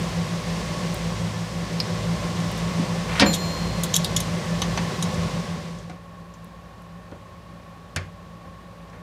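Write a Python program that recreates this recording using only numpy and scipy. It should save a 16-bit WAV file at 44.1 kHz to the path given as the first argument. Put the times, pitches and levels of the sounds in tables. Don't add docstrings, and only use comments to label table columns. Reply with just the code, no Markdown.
import sys
import numpy as np
from scipy import signal
from scipy.fft import rfft, irfft, next_fast_len
from scipy.io import wavfile

SR = 44100
rng = np.random.default_rng(int(sys.argv[2]) if len(sys.argv) > 2 else 0)


def log_audio(samples):
    frames = np.atleast_2d(samples).T
    limited = np.clip(frames, -1, 1)
    pcm = np.round(limited * 32767).astype(np.int16)
    wavfile.write(sys.argv[1], SR, pcm)


def gain_from_db(level_db):
    decades = np.asarray(level_db, float) / 20
    return 10 ** decades


N = 397782
T = np.arange(N) / SR


def chatter(t60, spike_db=0.):
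    t = np.arange(SR // 6) / SR
    grains = rng.standard_normal(len(t)) * gain_from_db(4 * rng.standard_normal(len(t)))
    decay_db = spike_db * np.exp(-t / 0.0023) - 60 * t / t60
    return grains * gain_from_db(decay_db) * np.minimum(t / 0.00066, 1)


def ring(force, modes, scatter_db):
    out = np.zeros(len(force))
    for hz, db, t60 in modes:
        radius = gain_from_db(-60 / (t60 * SR))
        angle = 2 * np.pi * hz / SR
        gain = gain_from_db(db + scatter_db * rng.standard_normal())
        poles = [1, -2 * radius * np.cos(angle), radius ** 2]
        out += signal.lfilter([0, gain * np.sin(angle)], poles, force)
    return out


def butter(x, order, hz, kind="low"):
    return signal.sosfilt(signal.butter(order, hz, kind, fs=SR, output="sos"), x)


def band(x, hz, octaves):
    edges = np.clip(hz * 2. ** (np.array([-.5, .5]) * octaves), 50, .45 * SR)
    return butter(x, 2, edges, "band")


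def add(out, s, sound):
    i = round(s * SR)
    out[i:i + len(sound)] += sound[:N - i]


def drift(rate):
    r = np.exp(-80 * np.pi * rate / SR)
    slow = signal.lfilter([1], [1, -2 * r, r * r], rng.standard_normal(N // 40 + 2002))[2000:]
    return np.interp(np.arange(N) / 40, np.arange(len(slow)), slow / slow.std())


# (frequency [Hz], level [dB], decay T60 [s])
SHAFT = [(3420, -1, .012), (3780, 0, .012), (4500, -5, .006), (5700, 0, .006), (6310, 3, .008),
         (6930, 1, .007)]


def tick(out, s, db, hz, t60, handle_db, tip_db):
    snap_db = 0.9 * max(db + 20, 0)
    force = chatter(1.2 * t60, spike_db=5 + snap_db)
    handle = gain_from_db(handle_db) * ring(force, SHAFT[:3], 2.0)
    tip = gain_from_db(tip_db) * ring(force, SHAFT[3:], 2.0)
    crackle = band(band(force, hz, 1.3), hz, 1.3)
    add(out, s, gain_from_db(db - 4.0) * (crackle + gain_from_db(-19.5) * band(handle + tip, 6500, 1.75)))


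# (time [s], level [dB], crackle centre [Hz], handle end ring [dB], tip end ring [dB])
DRIVER_TICKS = [(2.575, -37, 10900, -6, -10), (3.33, -23, 7000, 3, -13), (3.337, -23.5, 8500, 5, 6.5),
                (3.342, -25.5, 8500, 6, -6), (3.345, -20.5, 9100, -4, -18), (3.8345, -17, 10000, -9, -12),
                (3.839, -27, 8000, 4, -16), (3.937, -30, 8000, -10, 7), (3.9406, -15.5, 8000, 3.5, 2.5),
                (3.9536, -18, 8500, -2, 2), (3.964, -13, 9200, -2.5, -0.5), (4.0446, -19, 8000, 1, -21),
                (4.163, -22, 7000, -18, 5), (4.165, -14.5, 8000, -3, 0), (4.2023, -16, 7500, -3, -3.5),
                (4.6175, -26.5, 7040, 5, 2), (4.775, -41, 6000, -14, -13), (5.0244, -18.5, 6560, 1, -1),
                (5.7854, -40, 4970, -7, -13), (5.8965, -47, 6000, -14, -4), (6.338, -54, 8000, -10, 5.5)]


def driver_ticks(out):
    for s, db, hz, handle_db, tip_db in DRIVER_TICKS:
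        t60 = 0.06 * np.exp(-0.06 * max(db + 20, 0))
        tick(out, s, db, hz, t60, handle_db, tip_db)


# (time [s], level [dB], crackle centre [Hz])
STRAY_TICKS = [(0.943, -25, 11800), (1.7996, -31, 9420), (2.515, -30, 12000), (3.258, -39, 11500),
               (5.144, -30, 5960), (6.444, -43, 11000), (6.82, -49, 10000), (7.1142, -44, 4000),
               (7.9608, -29, 9000), (8.78, -58, 12000), (8.898, -43, 5000), (8.9311, -44, 3030)]


def stray_ticks(out):
    for s, db, hz in STRAY_TICKS:
        tick(out, s, db, hz, t60=.021, handle_db=-26, tip_db=-26)


# (time [s], level [dB])
SCREW_SEATS = [
    (4.6186, -20),
    (4.7743, -25),
]
# (frequency [Hz], level [dB], decay T60 [s])
SCREW = [(1013, -3, .03), (1146, -2.5, .03), (3030, 2, .012), (4400, 1, .008), (6120, 1, .01)]


def screw_seats(out):
    for s, db in SCREW_SEATS:
        add(out, s, gain_from_db(db - 20) * ring(chatter(0.035), SCREW, 1.0))


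# (frequency [Hz], level [dB], decay T60 [s])
CLIP = [(4300, -4, .025), (4770, -1, .022), (5070, -4, .018)]


def clip_snap(out):
    snap_s, snap_db = 1.8013, -14
    add(out, snap_s, gain_from_db(snap_db - 23) * ring(chatter(0.035), CLIP, 0))


# (frequency [Hz], level [dB], decay T60 [s])
FLOOR = [(196, 4.5, 0.15), (261, 3, 0.086), (297, -4, 0.089)]


def palm_lean(out):
    lean_s, lean_db = 2.792, -16.5
    push = np.pad(np.hanning(60), (0, SR // 5))
    add(out, lean_s, gain_from_db(lean_db - 34.5) * band(ring(push, FLOOR, 0), 232, 0.81))


def small_contacts():
    out = np.zeros(N)
    for play in (driver_ticks, stray_ticks, screw_seats, clip_snap, palm_lean):
        play(out)
    return butter(out, 2, 13500)


def blows(rows, body, low_modes):
    out = np.zeros(N)
    for s, db, cut_hz, damping, low_db in rows:
        sound = np.zeros(SR // 6)
        for hz, level_db, t60 in body:
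            sound += gain_from_db(level_db) * np.sqrt(4000 / hz) * band(chatter(t60 * damping), hz, 0.82)
        push = np.abs(chatter(0.0055))
        sound += gain_from_db(low_db - 29) * ring(push, low_modes, 3.6)
        add(out, s, gain_from_db(db) * butter(sound, 2, cut_hz))
    return out


# (time [s], level [dB], contact cut-off [Hz], damping factor on T60 [1], low ring [dB])
TRAY_BLOWS = [
    (3.1966, -14.5, 13000, 0.73, -15),
    (3.2075, -19, 7000, 0.36, -8),
    (3.2145, -20.5, 7000, 0.57, -11),
    (3.2215, -8, 1800, 0.54, -4.5),
    (3.2615, -21.5, 2500, 0.34, 4.5),
    (4.6184, -29, 3320, 0.51, -17),
    (4.7745, -27, 3320, 0.75, -11),
    (5.0235, -44, 4000, 0.72, -16),
    (5.8965, -44.5, 4000, 0.54, 7.5),
]
# (centre [Hz], level [dB], decay T60 [s])
TRAY = [(250, 0.5, 0.26), (523, -10.5, 0.24), (950, -2, 0.24), (2000, 4, 0.19), (4000, 9, 0.14),
        (8000, -6.5, 0.11), (13000, -21, .03)]
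# (frequency [Hz], level [dB], decay T60 [s])
TRAY_LOW = [(205, 1, 0.12), (320, 2, 0.082), (550, 6.5, 0.093), (726, 15, 0.083), (1000, -4, .07),
            (1435, 4, 0.15), (2360, 5, 0.07)]


def tray():
    return blows(TRAY_BLOWS, TRAY, TRAY_LOW)


# (time [s], level [dB], contact cut-off [Hz], damping factor on T60 [1], low ring [dB])
PANEL_BLOWS = [
    (5.8965, -43, 2000, 0.72, -1),
    (5.17, -28.5, 150, 1.03, 4),
    (7.119, -34, 900, 0.71, -6),
    (7.9608, -24, 7060, 0.51, -1.5),
    (8.45, -39, 800, 0.41, -4),
    (8.93, -42.5, 1480, 1.3, -8),
]
# (centre [Hz], level [dB], decay T60 [s])
PANEL = [(249, -2.5, 0.17), (497, -1.5, 0.32), (950, 1, .15), (1800, 5.5, 0.25), (4000, 4, 0.14),
         (8000, 11.5, 0.065), (13000, -9, 0.028)]
# (frequency [Hz], level [dB], decay T60 [s])
PANEL_LOW = [(94.5, 5, 0.4), (150, 2, 0.25), (226, 0, .08)]


def panel():
    return blows(PANEL_BLOWS, PANEL, PANEL_LOW)


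def drag():
    start_s, end_s = 3.07, 3.198
    grains = rng.standard_normal(N) * gain_from_db(5.7 * rng.standard_normal(N))
    pressed = np.clip((T - start_s) / .03, 0, 1) * np.clip((end_s - T) / .006 + 1, 0, 1)
    level = pressed * gain_from_db(-23 + 60 * np.clip(T - end_s, -1, 0))
    dull = band(band(grains, 1200, 3), 1200, 3)
    return level * (dull + gain_from_db(-16) * band(grains, 5000, 1.5))


BIT_HZ = [4204, 7133, 11760, 12110]
# (level [dB], decay T60 [s], loss when brushed [dB])
BIT = [(-27.5, 2.6, -2.5), (-29.5, 1.3, -5.5), (-45, .9, -5), (-45, 1.8, -2)]


def bit():
    struck_s, brushed_s, held_s = 3.258, 3.335, 4.3
    t = np.maximum(T - struck_s, 0)
    brushed = np.clip((T - brushed_s) / .012, 0, 1)
    ping_db = 4 * np.exp(-t / .03) - 8 * np.exp(-((T - brushed_s - .025) / .025) ** 2)
    rung = np.zeros(N)
    for hz, (db, t60, loss_db) in zip(BIT_HZ, BIT):
        rung += gain_from_db(db + ping_db - 60 * t / t60 + loss_db * brushed) * np.sin(2 * np.pi * hz * t)
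    return rung * np.minimum(t / 0.0057, 1) * gain_from_db(-60 * np.maximum(T - held_s, 0) / .1)


def hum(tones, wobble_db):
    out = np.zeros(N)
    for hz, db, s in tones:
        out += gain_from_db(db + wobble_db * drift(1.0)) * np.cos(2 * np.pi * hz * (T - s))
    return out


def whine(lines, wobble_db, wander):
    out = np.zeros(N)
    for hz, db in lines:
        phase = 2 * np.pi * hz * T + wander * drift(1.55)
        out += gain_from_db(db + wobble_db * drift(6.3)) * np.cos(phase)
    return out


def air(spectrum, ducts, bright_db, patchy_db):
    size = next_fast_len(N)
    hz = np.maximum(np.arange(size // 2 + 1) * SR / size, 1)
    corner_hz, corner_db = np.transpose(spectrum)
    level_db = np.interp(np.log(hz), np.log(corner_hz), corner_db)
    for centre, width, db in ducts:
        level_db += db / (1 + (2 * (hz - centre) / width) ** 2)
    noise = rfft(rng.standard_normal(size)) * gain_from_db(level_db) * np.sqrt(SR / 2)
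    octave = np.log2(hz / 4000)
    together = drift(12.0)
    out = np.zeros(N)
    for k in range(-7, 3):
        octave_band = irfft(noise * np.clip(1 - np.abs(octave - k), 0, 1), size)[:N]
        flicker_db = patchy_db * (.5 * together + drift(23.0))
        out += octave_band * gain_from_db(bright_db * np.clip(1 + k / 3, 0, 1.5) + flicker_db)
    return out


# (frequency [Hz], peak
# level [dB], moment in step [s])
LOUD_TONES = [(57.243, -40.5, .06), (55.31, -41, .06), (171.73, -29, .03), (165.93, -30, .03),
              (110.63, -42, .17), (108.89, -40, .17), (120, -45, 0)]
# (frequency [Hz], peak level [dB])
LOUD_WHINE = [(1115.6, -44), (801, -53), (915, -58), (1030, -51), (1085, -55), (1716, -57), (1830, -58),
              (1945, -58), (2300, -61)]
# (frequency [Hz], density [dB per Hz])
LOUD_AIR = [(25, -84), (40, -79), (50, -64), (75, -56.5), (130, -61), (250, -66), (340, -67.5),
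            (700, -68.5), (1250, -73.5), (2700, -75), (5500, -77.5), (8500, -85.5), (12000, -96),
            (14000, -99), (16200, -104)]
# (frequency [Hz], width [Hz], gain [dB])
LOUD_DUCT = [(96, 15, 4), (70, 10, -5), (130, 6.5, 0.5), (150, 4.7, 11), (172.7, 25.6, 13),
             (210.6, 25.6, 8.5), (379, 34, 5.5), (506.6, 50, 8.5), (592, 52, 7.5), (746, 16, 5),
             (1062, 136, 7), (1757, 15, 10), (2064, 120, 4)]


def running_pair(pair_db):
    bright_until_s, bright_gone_s = 1.05, 1.45
    early = np.clip((bright_gone_s - T) / (bright_gone_s - bright_until_s), 0, 1)
    bright_db = 0.66 * early - 0.24 * pair_db
    first = hum(LOUD_TONES[:2], 1.2)
    third = gain_from_db(0.19 * pair_db) * hum(LOUD_TONES[2:4], .7)
    second = gain_from_db(-1) * hum(LOUD_TONES[4:], 3.5)
    rush = air(LOUD_AIR, LOUD_DUCT, bright_db, patchy_db=.4)
    return first + second + third + whine(LOUD_WHINE, 1.2, .7) + rush


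# (frequency [Hz], peak level [dB], phase moment [s])
QUIET_TONES = [(57.11, -49, 0), (114.3, -59, 0), (171.36, -45.5, 0), (109.15, -53, 0)]
# (frequency [Hz], peak level [dB])
QUIET_WHINE = [(1118.5, -53), (801, -65), (915, -70), (1085, -62), (1657, -74), (1770, -71), (1829, -66),
               (2455, -72)]
# (frequency [Hz], density [dB per Hz])
QUIET_AIR = [(25, -95), (40, -80), (50, -77), (75, -75), (130, -82.5), (250, -82), (340, -81), (700, -81.5),
             (950, -85), (1300, -86), (2300, -91.5), (4000, -95.5), (8000, -105), (13000, -111),
             (16200, -115)]
# (frequency [Hz], width [Hz], gain [dB])
QUIET_DUCT = [(96, 35, 9.8), (172.5, 40, 18), (218, 15, 9.1), (274, 11, 3.9), (558, 91, 8.5),
              (795, 36, 4.5), (1076, 74, 13), (1800, 54, 4.2), (2690, 100, 1)]


def lone_motor():
    rush = air(QUIET_AIR, QUIET_DUCT, 0, patchy_db=.3)
    return hum(QUIET_TONES, .7) + whine(QUIET_WHINE, 1.5, .6) + rush


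# (time [s], level [dB])
PAIR_LEVEL = [(0, .5), (.4, -.5), (.8, 1), (1.5, -2.5), (1.9, 0), (2.7, 1.5), (3.1, 1), (3.5, 1), (4.3, 1),
              (4.7, 1.5), (5, 1), (5.3, 4.5)]


def motors():
    pair_db = np.interp(T, *np.transpose(PAIR_LEVEL))
    fade_start_s, fade_end_s = 5.045, 6.06
    fade = np.clip((T - fade_start_s) / (fade_end_s - fade_start_s), 0, 1)
    return gain_from_db(pair_db) * (1 - fade) ** 1.31 * running_pair(pair_db) + fade * lone_motor()


def room(x):
    t = np.arange(SR // 2) / SR
    tail = rng.standard_normal(len(t)) * gain_from_db(-60 * t / 0.31) * (t > .003)
    tail = butter(tail, 1, 2200)
    return x + gain_from_db(-13.5) * signal.fftconvolve(x, tail / np.linalg.norm(tail))[:N]


def scene():
    hands = small_contacts() + tray() + panel() + drag()
    hands = butter(hands, 2, 75, "high")
    return (room(hands) + bit() + motors())[None]


def roll_off(x):
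    return signal.sosfilt(signal.butter(12, 16510, fs=SR, output="sos"), x)


def record(dry):
    x = butter(dry, 2, 40, "high")
    x = signal.sosfilt(signal.cheby2(10, 40, 16200, fs=SR, output="sos"), x)
    return roll_off(x)


dry = scene()
out = record(dry)
log_audio(out)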